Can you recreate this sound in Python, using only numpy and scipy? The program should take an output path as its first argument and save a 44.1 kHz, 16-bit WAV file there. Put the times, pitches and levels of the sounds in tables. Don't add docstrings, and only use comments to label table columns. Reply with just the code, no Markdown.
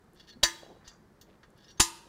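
import sys
import numpy as np
from scipy import signal
from scipy.fft import rfft, irfft, next_fast_len
from scipy.io import wavfile

SR = 44100
rng = np.random.default_rng(int(sys.argv[2]) if len(sys.argv) > 2 else 0)


def dump_mix(stems):
    frames = np.atleast_2d(stems).T
    limited = np.clip(frames, -1, 1)
    pcm = np.round(limited * 32767).astype(np.int16)
    wavfile.write(sys.argv[1], SR, pcm)


N = 91816

# pitch in Hz, level in dB, t60 in seconds.
PUNCH_MODES = [(1642, -12, .16), (1850, -8, .11), (2800, -10, .11), (3456, -7, .13), (3780, -11, .07),
               (4479, -6, .14), (5100, -13, .08), (5792, -10, .1), (6100, -6, .07), (6770, -11, .14),
               (7040, -11, .14), (14160, -21, .07)]
RISE_S, PING_T60_S = 0.005, 0.092


def hammer_snaps():
    # start in seconds, then the levels of ring, crack, clang and thump in dB.
    blows = [(.4312, -2, -16.5, -28, -29), (1.7985, -1.5, -14.5, -25, -25)]
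    # pitch in Hz, level in dB at the first snap and at the second, t60 in seconds.
    ring_tones = [(337, -39, -38, 0.42), (898, -43, -39, 0.55), (945, -51, -45, 0.7),
                  (1012, -31, -29.5, 0.21), (1222, -40, -39, 0.3), (1701, -29, -36, 0.19),
                  (1722, -35, -43, 0.3), (1820, -27, -37, 0.16), (1922, -37, -39, 0.26),
                  (2078, -33, -37, 0.25), (2900, -35, -39, 0.13), (3633, -32, -47, 0.13),
                  (3914, -22, -25, 0.095), (4508, -21, -30, 0.1), (4688, -21, -22, 0.11),
                  (4796, -25, -33, 0.08), (5139, -33, -29, 0.12), (5384, -31, -24.5, 0.14),
                  (5816, -27, -28, 0.12), (5936, -24, -27, 0.17), (6028, -26, -24, 0.13),
                  (6360, -26, -23, 0.135), (6567, -42, -31, 0.17), (6752, -33, -20, 0.14),
                  (7040, -23, -18, 0.11), (7177, -27, -22, 0.09), (7498, -40, -23, 0.14),
                  (7601, -36, -27, 0.16), (8166, -41, -38, 0.29), (8488, -39, -30, 0.12),
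                  (8764, -46, -35, 0.25), (9318, -55, -38, 0.33), (9927, -38, -21, 0.125),
                  (10560, -44, -34, 0.16), (11250, -58, -44, 0.28), (11810, -58, -45, 0.29),
                  (12060, -43, -36, 0.16), (12640, -63, -50, 0.25), (13400, -54, -54, 0.24),
                  (14250, -49, -58, 0.12)]
    # frequency in Hz, level in dB.
    crack_colours = [
        [(53, -47.5), (90, -13), (290, -8), (440, -18.5), (540, -5.5), (700, -5.5), (1250, -22), (1720, -10),
         (3900, -3.5), (4260, -7.5), (7000, -13.5), (15500, -32)],
        [(53, -50), (90, 7), (330, 5), (590, -7.5), (830, 4.5), (2300, -2.5), (3150, 6), (5280, -3), (8500, -2),
         (11000, -8.5), (15500, -34)],
    ]
    clang_colours = [
        [(400, -28.5), (1300, -12), (1800, 0.5), (2400, -16.5), (3100, -9), (6300, -15), (9000, -15.5),
         (9700, -27.5), (15500, -27)],
        [(550, -45), (850, -1), (1600, -17), (2500, -8.5), (4500, -1), (9000, -9.5), (12000, -15.5),
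         (15500, -30)],
    ]
    release_lead_s, release_db = 0.0022, -9.5
    wash_db, modes_send_db = 3.5, -5.5
    close, send = np.zeros(N), np.zeros(N)
    for k, (s, ring_db, crack_db, clang_db, thump_db) in enumerate(blows):
        t = since(s)
        release = amp(release_db) * strike(since(s - release_lead_s), 0.0015, t60=0.03)
        crack = amp(crack_db) * noise(crack_colours[k]) * (release + strike(t, RISE_S, t60=0.041))
        clang_decay = strike(t, RISE_S, t60=0.2)
        clang = amp(clang_db) * crowded_modes(clang_colours[k]) * clang_decay
        modes = amp(ring_db) * ring(t, [(hz, dbs[k], t60) for hz, *dbs, t60 in ring_tones], RISE_S)
        wash = amp(clang_db + wash_db) * noise(clang_colours[k]) * clang_decay
        close += crack + clang + modes + amp(thump_db) * plate_thump(s)
        send += crack + wash + amp(modes_send_db) * modes
    return close, send


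def crowded_modes(colour):
    modes_per_khz, dense_below_hz = 26.38, 3800

    def pick(hz):
        crowding = 1 + (dense_below_hz / (hz + 1)) ** 4
        share = np.clip(modes_per_khz * hz[1] / 1000 * crowding, 1e-4, 1)
        return (rng.random(len(hz)) < share) / np.sqrt(share)
    return unit(filtered(noise(colour), pick))


def plate_thump(s):
    # pitch in Hz, level in dB, t60 in seconds.
    rocking = [(44.5, -3.5, 0.12), (68.4, -1, 0.046)]
    t = since(s)
    return sum(amp(db - 60 * t / t60) * np.sin(2 * np.pi * hz * t) for hz, db, t60 in rocking)


def mechanism_ticks():
    # start in seconds, level in dB, tilt in dB per octave, thump level in dB,
    # ping pitch in Hz, ping level in dB, ping width in octaves.
    contacts = [(0.8762, -47, -2, -49, 6350, -56, 0.22), (1.2115, -53, 1.5, -58, 14220, -61, 0.071),
                (1.431, -58, -10, -74, 1440, -55.5, 0.59), (1.709, -65, -6.5, -57.5, 4950, -64, 0.67)]
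    # frequency in Hz, level in dB.
    click_colour = [(410, -78), (980, -3.5), (2490, -30), (2800, 1.5), (6500, 6.5), (8000, -3.5),
                    (15500, -20)]
    ring_db = -5
    out = np.zeros(N)
    for s, db, tilt_db, thump_db, ping_hz, ping_db, ping_width in contacts:
        t = since(s)
        tilted = [(hz, level + tilt_db * np.log2(hz / 4500), t60) for hz, level, t60 in PUNCH_MODES]
        modes = amp(ring_db) * ring(t, tilted, rise_s=0.0012)
        click = noise(click_colour, tilt_db) * strike(t, 0.0029, t60=0.074)
        ping = band(rng.standard_normal(N), ping_hz, ping_width) * strike(t, 0.0014, PING_T60_S)
        out += amp(db) * (click + modes) + amp(ping_db) * ping + amp(thump_db) * plate_thump(s)
    return out


def spring_scrapes():
    # start in seconds, length in seconds, level in dB, squeak pitch in Hz.
    strokes = [(0.144, 0.13, -66.5, 4510), (0.193, 0.023, -58, 3390), (0.27, 0.046, -55, 4400),
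               (0.292, 0.018, -59, 5920), (0.321, 0.023, -61.5, 4100), (0.839, 0.097, -64.5, 4750),
               (1.55, 0.15, -70, 3410), (1.626, 0.032, -64, 5180), (1.663, 0.074, -63, 5706),
               (1.77, 0.02, -65, 6350)]
    # frequency in Hz, level in dB.
    grit_colour = [(530, -48.5), (1660, 0.5), (2510, -13), (2900, -0.5), (5450, -3.5), (7500, -20),
                   (15000, -25)]
    ring_db, squeak_db, squeak_t60_per_length = -6, -0.5, 2.7
    drive, squeaks = np.zeros(N), np.zeros(N)
    for s, length, db, hz in strokes:
        stroke = amp(db) * swell(s, length) * unit(slips(per_s=1000))
        drive += stroke
        squeaks += resonate(stroke, [(hz, 0, squeak_t60_per_length * length)])
    grit = filtered(drive, lambda hz: unit(amp(along(grit_colour, hz))))
    pressed = [(hz, db, t60 * 0.5) for hz, db, t60 in PUNCH_MODES]
    return grit + amp(ring_db) * resonate(grit, pressed) + amp(squeak_db) * squeaks


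def spring_rattle():
    start_s, gap_s, first_db, loss_db = 0.909, 0.022, -64, 6
    shakes = sum(amp(first_db - k * loss_db) * strike(since(start_s + k * gap_s), RISE_S, PING_T60_S)
                 for k in range(3))
    return shakes * band(rng.standard_normal(N), centre_hz=6200, width_oct=0.25)


def glove():
    # start in seconds, length in seconds, level in dB, band centre in Hz.
    rubs = [(0.345, 0.08, -54.5, 177), (0.588, 0.23, -58.5, 560), (0.68, 0.069, -53.5, 318),
            (0.786, 0.21, -63, 1160), (1.269, 0.063, -61, 429), (1.261, 0.13, -73, 2610),
            (2.05, 0.09, -61.5, 390)]
    # start in seconds, level in dB, band centre in Hz.
    pops = [(.042, -70.5, 9500), (0.133, -63, 9300), (0.146, -64.5, 10100), (0.153, -67, 10100),
            (.369, -48, 220.7), (.632, -43, 475.5), (1.503, -66, 8780), (1.578, -66, 10860)]
    out = np.zeros(N)
    for s, length, db, hz in rubs:
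        out += amp(db) * swell(s, length) * band(slips(per_s=780), hz, width_oct=0.77)
    for s, db, hz in pops:
        burst = strike(since(s), 0.001, t60=0.011)
        out += amp(db) * burst * band(rng.standard_normal(N), hz, width_oct=0.45)
    return out


def workshop_reverb(send):
    # frequency in Hz, t60 in seconds.
    decay_times = [(100, .35), (500, 1), (2000, 0.7), (4500, 0.61), (9000, 0.5), (15000, 0.64)]
    build_s, low_cut_hz = 0.0017, 494
    hz, t, spectrum = signal.stft(rng.standard_normal(SR * 3 // 4), SR, nperseg=256)
    decay = amp(-60 * t / along(decay_times, hz)[:, None])
    tail = signal.istft(spectrum * decay, SR, nperseg=256)[1]
    tail *= 1 - np.exp(-np.arange(len(tail)) / SR / build_s)
    wet = signal.fftconvolve(send, tail / np.linalg.norm(tail))[:N]
    return filtered(wet, lambda f: f ** 2 / (f ** 2 + low_cut_hz ** 2))


def room_air():
    # frequency in Hz, level in dB.
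    air_colour = [(15, -39.5), (25, -7), (209, -3), (270, -11.5), (345, -5), (552, -13.5), (1700, -20),
                  (2700, -33), (4260, -32.5), (15500, -43.5)]
    return noise(air_colour)


def amp(db):
    return 10 ** (np.asarray(db) / 20)


def unit(x):
    return x / np.sqrt(np.mean(x ** 2) + 1e-20)


def along(points, hz):
    f, v = np.transpose(points)
    return np.interp(np.log(hz + 1), np.log(f + 1), v)


def filtered(x, response):
    size = next_fast_len(N + SR // 2)
    return irfft(rfft(x, size) * response(np.fft.rfftfreq(size, 1 / SR)), size)[:N]


def band(x, centre_hz, width_oct):
    return unit(filtered(x, lambda hz: 1 / (1 + (np.log2((hz + 1) / centre_hz) / width_oct) ** 4)))


def noise(colour, tilt_db=0):
    white = rng.standard_normal(N)
    return unit(filtered(white, lambda hz: amp(along(colour, hz) + tilt_db * np.log2(hz + 1))))


def slips(per_s):
    return (rng.random(N) < per_s / SR) * rng.standard_normal(N)


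def since(s):
    return np.maximum(np.arange(N) / SR - s, 0)


def strike(t, rise_s, t60):
    attack = np.sin(np.pi / 2 * np.minimum(t / rise_s, 1)) ** 2
    return attack * amp(-60 * np.maximum(t - rise_s, 0) / t60)


def swell(s, length):
    return np.sin(np.pi * np.minimum(since(s) / length, 1) ** 0.8)


def ring(t, modes, rise_s):
    return sum(amp(db) * strike(t, rise_s, t60) * np.sin(2 * np.pi * (hz * t + rng.random()))
               for hz, db, t60 in modes)


def resonate(drive, modes):
    body = ring(since(0)[:SR // 4], modes, rise_s=0.0023)
    return signal.fftconvolve(drive, body / np.linalg.norm(body))[:N]


def scene():
    reverb_db, air_db = -18, -61
    snaps, snap_send = hammer_snaps()
    handling = mechanism_ticks() + spring_rattle() + spring_scrapes() + glove()
    reverb = amp(reverb_db) * workshop_reverb(snap_send + handling)
    mono = snaps + handling + reverb + amp(air_db) * room_air()
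    return np.array([mono, mono])


def record(dry):
    ceiling_db, top_hz, edge_hz = -7, 15850, 400
    rounded = dry / (1 + (dry / amp(ceiling_db)) ** 4) ** (1 / 4)
    return np.array([filtered(x, lambda hz: np.clip((top_hz - hz) / edge_hz + 0.5, 0, 1))
                     for x in rounded])


dry = scene()
out = record(dry)
dump_mix(out)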